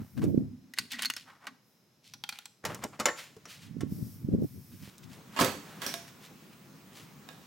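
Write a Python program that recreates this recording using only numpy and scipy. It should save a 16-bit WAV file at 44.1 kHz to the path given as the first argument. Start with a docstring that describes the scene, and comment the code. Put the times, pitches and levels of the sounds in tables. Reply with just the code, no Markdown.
"""Someone with a handheld camera opens a key-card door and walks into a carpeted room.
Air buffets the microphone in a quiet corridor. The plastic card clicks and squeaks in the fingers,
then knocks into the lock. The handle grinds round, the latch snaps and the door sweeps over the carpet,
fanning more gusts. Clothes swish as the room's ventilation comes up; behind the walker the door bumps
its frame and the latch drops in."""
import sys
import numpy as np
from scipy import signal
from scipy.fft import rfft, irfft, next_fast_len
from scipy.io import wavfile
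from scipy.ndimage import uniform_filter1d

SR = 44100
rng = np.random.default_rng(int(sys.argv[2]) if len(sys.argv) > 2 else 0)


def wrap_up_sound(samples):
    """Save the sound to the file named by the first command line argument, as 16-bit audio."""
    columns = np.atleast_2d(samples).T
    # keep every value between -1 and 1, then stretch to whole-number steps
    tamed = np.clip(columns, -1, 1)
    steps = np.round(tamed * 32767).astype(np.int16)
    wavfile.write(sys.argv[1], SR, steps)


N = 329239
TIME = np.arange(N) / SR

# The room's air comes up as the walker steps in. Each row: time in seconds, level in dB.
ROOM_AIR_FADE = [(0, -66.5), (2.5, -75.5), (3.5, -60), (4.6, -65), (5.0, -58), (5.3, -53.5), (5.7, -51.5),
                 (6.5, -55), (7.47, -54)]


def gain_of(db):
    """Decibels to amplitude."""
    return 10 ** (np.asarray(db) / 20)


def evened(x):
    """Scales to rms 1."""
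    return x / np.sqrt(np.mean(x ** 2) + 1e-20)


def read(points, hz):
    """Reads a table on a log-frequency axis."""
    f, value = np.transpose(points)
    return np.interp(np.log(hz + 1), np.log(f + 1), value)


def follow(curve):
    """A fader ride through rows of seconds and dB, silent outside them."""
    s, db = np.transpose(curve)
    return gain_of(np.interp(TIME, s, db, left=-120, right=-120))


def add(mix, s, sound):
    """Mixes a sound in at s seconds."""
    part = mix[..., max(round(s * SR), 0):][..., :sound.shape[-1]]
    part += sound[..., :part.shape[-1]]


def freqs(size):
    """Frequencies of the FFT bins."""
    return np.fft.rfftfreq(size, 1 / SR)


def dying(t, t60):
    """Decay by 60 dB in t60 seconds, 1 ms at the shortest."""
    return np.exp(-np.log(1000) * t / np.maximum(t60, 1e-3))


def coloured(x, spectrum):
    """An EQ drawn through rows of Hz and dB."""
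    size = next_fast_len(x.shape[-1])
    return irfft(rfft(x, size) * gain_of(read(spectrum, freqs(size))), size)[..., :x.shape[-1]]


def causal(db):
    """Minimum-phase response with the given gain."""
    log_gain = np.log(gain_of(np.r_[db, db[-2:0:-1]]))
    return np.exp(np.conj(signal.hilbert(log_gain)))[:len(db)]


def panned(pan_db):
    """Gains of the microphone's two ports; pan is left minus right."""
    return gain_of(pan_db * np.array([[.5], [-.5]]))


def diffuse(pair):
    """Spreads a mid and a side signal as wide as diffuse sound is at the two ports."""
    # Each row: frequency in Hz, likeness of left and right from 0 to 1.
    likeness = [(100, 0.95), (500, 0.75), (1500, 0.44), (5000, 0.53), (14000, 1)]
    size = next_fast_len(pair.shape[-1])
    mid, side = rfft(pair, size)
    same = np.clip(read(likeness, freqs(size)), 0, 1)
    mid, side = mid * np.sqrt((1 + same) / 2), side * np.sqrt((1 - same) / 2)
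    return irfft(np.array([mid + side, mid - side]), size)[:, :pair.shape[-1]]


def at_ports(x, spread_db, size=220):
    """Hand and door reflect a close sound slightly differently into each port."""
    scatter = rng.standard_normal(size) * np.hanning(size)
    side = gain_of(spread_db) * signal.oaconvolve(x, scatter / np.linalg.norm(scatter))[:N]
    return np.array([x + side, x - side])


def reverb(x, size=32768):
    """The room's diffuse tail, each band dying at its own speed."""
    # Each row: frequency in Hz, t60 in seconds.
    decay_times = [(100, 0.93), (300, 0.45), (1000, 0.43), (3000, 0.47), (7000, 0.5), (15000, 0.36)]
    hz, t, bands = signal.stft(rng.standard_normal((2, size)), SR, nperseg=256)
    swell = 1 - np.exp(-(t / 0.0021) ** 2)
    decay = dying(t, read(decay_times, hz)[:, None])
    tail = diffuse(signal.istft(bands * swell * decay, SR, nperseg=256)[1])
    return signal.oaconvolve(x[None], tail / np.linalg.norm(tail[0]), axes=1)[:, :N]


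def air(spectrum, waver_db=0):
    """A wide noise bed whose level can waver in patches of frequency and time."""
    noise = coloured(diffuse(rng.standard_normal((2, N))), spectrum)
    bands = signal.stft(noise, SR, nperseg=512)[2]
    patches = uniform_filter1d(rng.standard_normal(bands.shape[1:]), 9, axis=0)
    patches = evened(uniform_filter1d(patches, 14, axis=1))
    return evened(signal.istft(bands * gain_of(waver_db * patches), SR, nperseg=512)[1][:, :N])


def corridor_air():
    """Quiet ventilation and a low drone that fades as the walker stops."""
    # Each row: frequency in Hz, relative level in dB.
    vent_eq = [(18, -63.5), (30, -45), (124, 4), (844, -13), (962, -11.5), (1070, -15), (3310, -18.5),
               (4190, -13.5), (4530, -26), (5040, -8.5), (5590, -14), (8980, -29), (9710, -25),
               (12600, -21), (16000, -35.5)]
    drone_eq = [(100, -29.5), (190, -5.5), (255, 3.5), (330, -16), (600, -66)]
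    # Each row: time in seconds, level in dB.
    drone_fade = [(0.4, -43), (0.7, -55), (1.05, -56), (1.7, -74)]
    return gain_of(-69.5) * air(vent_eq) + follow(drone_fade) * air(drone_eq, waver_db=5)


def room_air():
    """The room's louder ventilation, with a thin whine on top."""
    # Each row: frequency in Hz, relative level in dB.
    vent_eq = [(18, -54), (30, -22), (87, -12), (145, 1), (203, -0.5), (257, -5), (503, -13.5),
               (668, -16.5), (1180, -15), (1490, -18.5), (2370, -19.5), (5150, -26.5), (6500, -26),
               (14500, -37.5)]
    whine_eq = [(13000, -41.5), (15000, -14), (15500, -15), (15900, 2), (16400, -25)]
    bed = air(vent_eq, waver_db=1.43) + gain_of(-17) * air(whine_eq, waver_db=-1)
    return follow(ROOM_AIR_FADE) * bed


def fine_hiss(attack_s=0.07, release_t60=0.68):
    """Air hisses in swells, strongest as the door swings; a trace stays on in the room."""
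    # Each row: frequency in Hz, relative level in dB.
    hiss_eq = [(3000, -13.5), (4500, -7), (5400, 0.5), (6800, -7.5), (9000, -5.5), (11000, -3.5),
               (14000, 0.5), (16000, -2)]
    # Each row: start in seconds, length in seconds, level in dB.
    cues = [(-0.05, 0.35, -65.5), (1.6, 0.13, -74), (3.851, 0.28, -55.5), (4.365, 0.46, -60)]
    swells = np.zeros(N)
    for s, length, db in cues:
        attack = np.clip((TIME - s) / attack_s, 0, 1) ** 2
        swells += gain_of(db) * attack * dying(np.maximum(TIME - s - length, 0), release_t60)
    fade_in = np.clip(TIME - cues[-1][0], 0, 1)  # from the last swell on
    steady = gain_of(-15) * follow(ROOM_AIR_FADE) * fade_in
    return np.hypot(swells, steady) * air(hiss_eq)


def eddy(s, peak_db, hz, pan_db, half_width_cycles=0.58):
    """One eddy pops on the microphone, out of step between the ports. Returns start and sound."""
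    t, turn = np.arange(-SR // 50, SR // 50) / SR, rng.random(2)
    cycles = hz * t + turn[0] + 0.19 * np.array([[0], [1]]) * turn[1]
    puff = np.cos(2 * np.pi * cycles) / (1 + (t * hz / half_width_cycles) ** 2) ** 2
    return s + t[0], gain_of(peak_db) * panned(pan_db) * puff


def wind(flutter_db=1.1, eddies_per_s=21):
    """Turbulence as the camera swings and the door fans the air, reaching higher as it grows."""
    # Each row: peak time in seconds, relative level in dB, time to build by 60 dB in seconds
    # (negative for a hard onset), t60 in seconds, pan in dB.
    gusts = [(0.0, -33, .1, 0.2, -1), (0.189, -28.5, 0.1, 0.079, 13.5), (0.246, -23, 0.23, 0.2, 2),
             (0.281, -23, 0.12, 0.32, -7), (0.383, -26.5, 0.4, 0.42, -0.5), (0.8, -49.5, -0.34, 0.24, 3),
             (1.29, -66, 4.5, 0.39, -1), (2.15, -59.5, 0.4, .7, 0), (3.836, -35, 0.55, 0.49, -11.5),
             (3.92, -43, -0.2, 0.66, 11), (4.033, -37, 1.1, 0.4, 2), (4.344, -20, 0.16, 0.071, 4),
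             (4.45, -24, 0.71, 0.057, -0.5), (4.575, -42, 0.5, 0.29, 4.5), (4.744, -44, 0.3, 0.27, -2),
             (4.835, -43, 0.2, 0.13, -3.5), (4.877, -40.5, -1.65, 0.071, -5), (5.049, -48, 0.2, 0.51, 14)]
    # Gentle and strong flow. Each row: frequency in Hz, relative level in dB.
    breeze_eq = [(20, -30.5), (50, -23), (95, 7.5), (150, 4), (240, -3.5), (350, -19.5), (500, -35.5),
                 (800, -57), (1500, -56.5), (4000, -67)]
    gust_eq = [(20, -47), (50, -23), (95, -16.5), (150, 3), (270, 6.5), (380, -11.5), (550, -15),
               (800, -34), (1500, -69), (4000, -56.5)]
    # Each row: time in seconds, peak in dB, pitch in Hz, pan in dB.
    hard_eddies = [(0.243, -18, 305, -16), (0.346, -20.5, 264, -22.5), (0.378, -12, 242, -9),
                   (3.712, -36, 166, -11), (3.768, -32, 251, -15), (3.835, -21, 238, -12),
                   (3.924, -22, 193, -2), (4.028, -21, 146, 5), (4.248, -24, 144, -9.5),
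                   (4.289, -17, 243, -2), (4.337, -15.5, 127, -8), (4.349, -12.5, 222, 1),
                   (4.424, -21, 335, -4), (4.446, -16.5, 250, 10)]
    power = np.zeros((2, N))
    for s, db, build, fall, pan_db in gusts:
        swell = dying(abs(TIME - s), np.where(TIME < s, build, fall))
        power += (gain_of(db) * panned(pan_db) * swell) ** 2
    envelope = np.sqrt(power)
    level = envelope.mean(0) + 1e-9
    strength = level / (level + gain_of(-32.5))
    noise = rng.standard_normal((2, N))
    noise = noise + 0.91 * (1 - strength) ** 4 * noise[::-1]  # gentle air is nearly mono
    flow = (1 - strength) * evened(coloured(noise, breeze_eq))
    flow += strength * evened(coloured(noise, gust_eq))
    flow /= np.sqrt(uniform_filter1d(flow ** 2, 1100, axis=1) + 1e-4)  # ride the level flat
    flutter = gain_of(flutter_db * evened(uniform_filter1d(rng.standard_normal(N), 900)))
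    out = gain_of(-2) * envelope * flow * flutter
    for row in hard_eddies:
        add(out, *eddy(*row))
    for at in np.flatnonzero(rng.random(N) < eddies_per_s / SR):  # lesser eddies ride the gusts
        peak_db = 20 * np.log10(level[at]) + 4
        hz = 263 * 2 ** (0.02 * (peak_db + 21))  # stronger ones turn faster
        add(out, *eddy(at / SR, peak_db, hz, pan_db=11 * rng.uniform(-0.91, 1)))
    return out


def friction(strokes, rise, octaves, skirt, grain_db, size=32768):
    """Grainy noise strokes that swell, then die. Rise is a share of t60; skirt steepens the band."""
    t, hz, out = np.arange(size) / SR, freqs(size), np.zeros((2, N))
    for s, level_db, t60, centre_hz in strokes:
        noise = rng.standard_normal((3, size))
        rise_s = rise * t60
        late = t - min(3 * rise_s, s)
        swell = np.where(late < 0, np.exp(-(late / rise_s) ** 2), dying(np.maximum(late, 0), t60))
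        grains = gain_of(grain_db * evened(uniform_filter1d(noise[2], 90)))
        band = 1 / (1 + (np.log2((hz + 1) / centre_hz) / octaves) ** 2) ** skirt
        band /= 1 + (90 / (hz + 1)) ** 2  # low cut
        mid, side = evened(irfft(rfft(noise[:2] * grains) * band))
        add(out, s + late[0], gain_of(level_db) * swell * (mid + 0.23 * np.array([side, -side])))
    return out


def clothes_swish(centre_hz=2450):
    """Cloth brushes cloth with the steps."""
    # Each row: peak time in seconds, level in dB, t60 in seconds.
    swishes = [(4.739, -62, 0.25), (4.856, -55, 0.45), (5.039, -56.5, 0.11), (5.139, -55.5, 0.35),
               (6.084, -53.5, .1), (6.249, -52.5, 0.26), (6.987, -51.5, 0.39)]
    strokes = [(*row, centre_hz) for row in swishes]
    return friction(strokes, rise=0.11, octaves=1.7, skirt=1.24, grain_db=2.5)


def grip_rustle():
    """Fingers shift on the camera."""
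    # Each row: peak time in seconds, level in dB, t60 in seconds, band centre in Hz.
    strokes = [(0.01, -58.5, 0.3, 885), (0.179, -48, .11, 1180), (0.226, -43, 0.13, 1120),
               (0.242, -48, .045, 6000), (0.377, -61, 0.052, 1390), (4.982, -55, 0.051, 4970),
               (6.532, -58, .06, 2480)]
    return friction(strokes, rise=0.059, octaves=1.18, skirt=1.16, grain_db=4)


def card_slide():
    """The card slides on skin and along the lock."""
    # Each row: peak time in seconds, level in dB, t60 in seconds, band centre in Hz.
    strokes = [(0.793, -48, 0.27, 3040), (0.923, -38, 0.15, 3070), (1.004, -41, 0.24, 2600),
               (1.049, -47, 0.093, 1890), (1.186, -50, .22, 3270), (1.299, -53, .35, 1140),
               (1.449, -56, .4, 1030), (2.072, -57, 0.31, 3660), (2.356, -54.5, 0.37, 2360)]
    return friction(strokes, rise=0.092, octaves=0.94, skirt=1.3, grain_db=3.5)


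def handle_grind(panel_s=2.665, panel_db=-41.5, panel_t60=1, panel_hz=118):
    """The pressed handle grinds on its spindle and the door panel rumbles under it."""
    # Each row: peak time in seconds, level in dB, t60 in seconds, band centre in Hz.
    strokes = [(2.664, -42, 0.2, 744), (2.713, -40, 0.26, 740), (2.832, -42.5, 0.12, 1190),
               (2.849, -34, .09, 310), (2.946, -52.5, .18, 935)]
    spindle = friction(strokes, rise=0.1, octaves=1.8, skirt=2.1, grain_db=3.5)
    rumble = [(panel_s, panel_db, panel_t60, panel_hz)]
    return spindle + friction(rumble, rise=0.012, octaves=0.91, skirt=1.25, grain_db=0)


def door_sweep():
    """The door brushes its seal and the carpet, opening and closing."""
    # Each row: peak time in seconds, level in dB, t60 in seconds, band centre in Hz.
    strokes = [(3.193, -43.5, .37, 2150), (3.511, -48.5, 0.44, 2880), (3.632, -53, 0.28, 2500),
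               (5.35, -51, 0.39, 1260), (5.417, -37, 0.15, 1600), (5.718, -52.5, 1.3, 1000),
               (5.843, -42, 0.47, 1470), (5.892, -43.5, 0.27, 2180)]
    return friction(strokes, rise=0.065, octaves=1.35, skirt=1.18, grain_db=1)


def hit(row, body_eq, modes, modes_db, snap_db, size=16384):
    """A sharp contact and its dense chatter pass through the body of the struck thing, which rings."""
    level_db, bright, thud_db, t60, spot_hz, spot_db = row
    t, hz = np.arange(size) / SR, freqs(size)
    grit = rng.standard_normal((2, size))
    snap = rfft(evened(grit[0] * dying(t, 0.0035)))
    slow, quick = (rfft(evened(grit[1] * dying(t, life))) for life in (t60, t60 * 0.47))
    treble = 1 / (1 + (4500 / (hz + 1)) ** 2)  # the treble of the chatter dies first
    contact = gain_of(snap_db) * snap + (1 - treble) * slow + treble * quick
    body = irfft(causal(read(body_eq, hz)))
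    ring = sum(gain_of(db) * dying(t, life) * np.sin(2 * np.pi * f * t) for f, db, life in modes)
    ring *= dying(t, 0.16 + 8 * t60)  # damping: short contacts ring for less time
    struck = evened(irfft(contact * rfft(body))) + gain_of(modes_db) * evened(ring)
    # A hard contact is bright; a heavy one also shakes the whole panel.
    tilt_db = bright * np.log2(np.maximum(hz, 500) / 2000) + thud_db / (1 + (hz / 400) ** 3)
    # Each spot of contact favours one resonance.
    favoured_db = spot_db / (1 + ((hz / spot_hz - 1) / 0.076) ** 2)
    spectrum = rfft(struck) * causal(tilt_db + favoured_db)
    attack = irfft(spectrum * (hz > 450))[:265]  # the first 6 ms, less the bass, set the level
    return gain_of(level_db) * irfft(spectrum) / np.std(attack)


def close_hits(hits, body_eq, modes, modes_db, snap_db, spot_db, thud_db=0):
    """All hits on one object within arm's reach; a row may add a thud of its own."""
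    out = np.zeros(N)
    for s, level_db, bright, t60, spot_hz, *own_thud in hits:
        row = level_db, bright, thud_db + sum(own_thud), t60, spot_hz, spot_db
        add(out, s, hit(row, body_eq, modes, modes_db, snap_db, size=8192))
    return out


def card_squeak(peak_s=1.058, level_db=-28, hz=4340, rise_s=0.004, t60=0.06):
    """The card's edge sticks and slips in a brief, rough tone."""
    late = TIME - peak_s
    swell = np.where(late < 0, np.exp(-(late / rise_s) ** 2), dying(np.maximum(late, 0), t60))
    waver = 1 + 0.0193 * evened(uniform_filter1d(rng.standard_normal(N), 30))
    return gain_of(level_db) * swell * np.sqrt(2) * np.sin(2 * np.pi * np.cumsum(hz * waver) / SR)


def card_clicks():
    """The plastic card is flicked and turned in the fingers."""
    # Each row: start in seconds, level in dB, tilt in dB per octave, chatter t60 in seconds,
    # spot resonance in Hz.
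    clicks = [(0.7368, -42, 2.5, 0.055, 2000), (0.7765, -41, -5, 0.023, 2120),
              (0.7863, -24, 1, 0.028, 4500), (0.7925, -35, 3, 0.063, 4600), (0.9188, -39, 4, 0.037, 3050),
              (0.9305, -40, -1.5, 0.24, 1970), (0.9921, -35, -3.5, 0.059, 3200),
              (1.0213, -30.5, 3.5, 0.058, 1860), (1.03, -32.5, 0, 0.077, 3100),
              (1.0488, -32, 1, 0.036, 3530), (1.0563, -27, 3, 0.051, 4350), (1.1006, -28, 1, 0.045, 2840),
              (1.1375, -40.6, 1, 0.018, 6700), (1.165, -36, -0.3, 0.062, 5370),
              (1.4693, -37, -3, 0.081, 1135)]
    # Each row: frequency in Hz, gain in dB.
    body_eq = [(40, -12), (120.0, -22.5), (250.0, 5), (450.0, -18), (800.0, -7), (1200.0, -2.5),
               (1900.0, 2.5), (3000.0, -2.5), (4400.0, -0.5), (6500.0, -7), (9000.0, -8.5),
               (12000.0, -12.5), (15500.0, -16)]
    # Each row: pitch in Hz, relative level in dB, t60 in seconds before damping.
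    modes = [(1502, -5.5, 0.069), (1933, -7.5, 0.1), (2855, -2, 0.024), (3970, -19, 0.031),
             (6600, -19, 0.053), (6370, -10, 0.1)]
    return close_hits(clicks, body_eq, modes, modes_db=-8.5, snap_db=-11, spot_db=10.5, thud_db=-9)


def slot_clicks():
    """The card knocks about in the slot of the lock."""
    # Each row: start in seconds, level in dB, tilt in dB per octave, chatter t60 in seconds,
    # spot resonance in Hz.
    clicks = [(2.137, -42.5, 2, .051, 5700), (2.238, -34, -0.1, 0.031, 3200),
              (2.291, -31.5, 3.5, 0.038, 2410), (2.325, -41.5, -2, 0.051, 4240),
              (2.388, -41, 2.5, 0.013, 1336), (2.456, -42, 2.5, 0.038, 8100)]
    # Each row: frequency in Hz, gain in dB.
    body_eq = [(40, -54), (120.0, -4), (250.0, 4), (450.0, -40), (800.0, -3), (1200.0, -6.5),
               (1900.0, -8.5), (3000.0, -7.5), (4400.0, -3), (6500.0, -15.5), (9000.0, -19), (12000.0, -20),
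               (15500.0, -24)]
    # Each row: pitch in Hz, relative level in dB, t60 in seconds before damping.
    modes = [(817, -12.5, 0.21), (1434, -12, 0.14), (2436, -10, 0.037), (3260, -1, 0.03),
             (4500, -16, 0.038), (5840, -5, 0.032), (11370, -22, 0.067)]
    return close_hits(clicks, body_eq, modes, modes_db=-7, snap_db=-38, spot_db=9.5, thud_db=-12)


def latch_clacks():
    """Handle and latch bolt clack and ring close by; the row 28 ms after the snap is its echo off a nearby
    surface."""
    # Each row: start in seconds, level in dB, tilt in dB per octave, chatter t60 in seconds,
    # spot resonance in Hz, thud in dB.
    clacks = [(2.6405, -41.5, -4.5, .027, 1650, 13), (2.6518, -29.5, 1.8, 0.099, 428, 7),
              (2.7458, -40.5, 5, 0.051, 480, 18), (2.8395, -34, 3.2, 0.033, 437, 22),
              (2.9925, -40.5, -2, 0.11, 600, 4), (2.999, -30.5, 1, 0.12, 1270, 15),
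              (3.0563, -19, -0.3, 0.035, 7140, -11), (3.061, -25.5, -1, 0.11, 520, -6.5),
              (3.0848, -29, -3.5, .12, 1840, -3), (3.3657, -56, 1, 0.08, 437, 28),
              (3.4548, -46, 0, .094, 5840, 7), (3.8075, -43, 0.8, .097, 454, 0)]
    # Each row: frequency in Hz, gain in dB.
    body_eq = [(40, -47), (120.0, -12), (250.0, -8.5), (450.0, -2), (800.0, -4), (1200.0, -3),
               (1900.0, -3.5), (3000.0, -11), (4400.0, -10.5), (6500.0, -11.5), (9000.0, -17.5),
               (12000.0, -20.5), (15500.0, -28)]
    # Each row: pitch in Hz, relative level in dB, t60 in seconds before damping.
    modes = [(523, -2, 0.1), (606, -2.5, 0.46), (890, 1.5, 0.19), (1100, 3, 0.16), (1360, 9.5, 0.085),
             (1823, -4, 0.15), (2077, 1, 0.2), (2970, 1, 0.14), (5360, 6, 0.049), (5730, 1, 0.089),
             (6870, 8, 0.029), (7700, -12, 0.065)]
    return close_hits(clacks, body_eq, modes, modes_db=-6, snap_db=-30, spot_db=11.5)


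def door_shut(spot_db=7):
    """The door bumps its frame some steps off to the right; the bolt rings the strike plate."""
    # Each row: start in seconds, relative level in dB, tilt in dB per octave, chatter t60 in seconds,
    # spot resonance in Hz, thud in dB, reverb send in dB.
    knocks = [(5.3638, -38, -2.5, 0.37, 3040, -12, 8), (5.3903, -23, -3.1, 0.18, 1166, -9.5, -12),
              (5.399, -27, 2, 0.42, 1010, 1, -19), (5.411, -22.5, -0.1, 0.33, 504, 9, -14),
              (5.4466, -27, 2.5, 0.034, 724, 10, 0), (5.8186, -36.5, 2, 0.059, 3230, 2.5, 4),
              (5.8646, -30, 4, 0.063, 5730, 13.5, .5), (5.9401, -32, 2.5, 0.027, 3630, -9, -5),
              (7.2889, -44.5, -.5, 0.02, 3820, -3, -0.5)]
    # Each row: frequency in Hz, gain in dB.
    body_eq = [(40, -34), (120.0, -2.5), (250.0, 0.5), (450.0, -2), (800.0, -1), (1200.0, 0),
               (1900.0, -3.5), (3000.0, -6), (4400.0, -6.5), (6500.0, -11), (9000.0, -14), (12000.0, -17.5),
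               (15500.0, -19)]
    # Each row: pitch in Hz, relative level in dB, t60 in seconds before damping.
    modes = [(290.5, 1.5, 0.25), (387.5, 3, 0.34), (512, 2.5, 0.22), (669, 1, 0.31), (970, -19, 0.28),
             (1140, -17, 0.11), (1440, -36, 0.27), (1640, -16, 0.17), (1670, 9, 0.075), (3750, -9, .2)]
    # Each row: start in seconds, relative level in dB, pitch in Hz, t60 in seconds.
    strike_plate = [(5.94, -40, 683, 0.32), (5.94, -49, 3600, 0.13), (5.94, -46, 3640, .12)]
    # Each row: frequency in Hz, pan in dB.
    pan_curve = [(150, 0), (500, -1.5), (1500, -7.5), (5000, -3.5), (12000, -2)]
    mid_side, send = np.zeros((2, N)), np.zeros(N)
    for s, level_db, bright, t60, spot_hz, thud_db, send_db in knocks:
        row = level_db, bright, thud_db, t60, spot_hz, spot_db
        knock = hit(row, body_eq, modes, modes_db=-8, snap_db=-13.5)
        side_knock = hit(row, body_eq, modes, modes_db=-49, snap_db=1)
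        add(mid_side, s, np.array([knock, side_knock]))
        add(send, s, knock * gain_of(send_db))
    t = np.arange(SR) / SR
    for s, level_db, hz, t60 in strike_plate:
        add(mid_side[0], s, gain_of(level_db) * dying(t, t60) * np.sin(2 * np.pi * hz * t))
    left, right = diffuse(mid_side) + gain_of(-0.5) * reverb(send)
    pan = np.array(pan_curve)
    return np.array([coloured(left, pan * [1, .5]), coloured(right, pan * [1, -.5])])


def scene():
    """Card and lock up close, the door farther off, air all round."""
    card = card_clicks() + card_squeak()
    slot = slot_clicks()
    latch = latch_clacks()
    tail = reverb(gain_of(-17.5) * card + gain_of(-12.5) * slot + gain_of(-14.5) * latch)
    close = at_ports(card + slot + latch, spread_db=-16.5)
    rubs = grip_rustle() + card_slide() + handle_grind() + door_sweep() + clothes_swish()
    return close + tail + rubs + door_shut() + room_air() + corridor_air() + fine_hiss() + wind()


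def record(dry, low_cut_hz=66, high_cut_hz=16150):
    """The camera's bass roll-off and band limit."""
    thin = signal.sosfilt(signal.butter(2, low_cut_hz, "high", fs=SR, output="sos"), dry)
    high_cut = signal.firwin(255, high_cut_hz, window=("kaiser", 8), fs=SR)
    return signal.oaconvolve(thin, high_cut[None], "same")


dry = scene()
out = record(dry)
wrap_up_sound(out)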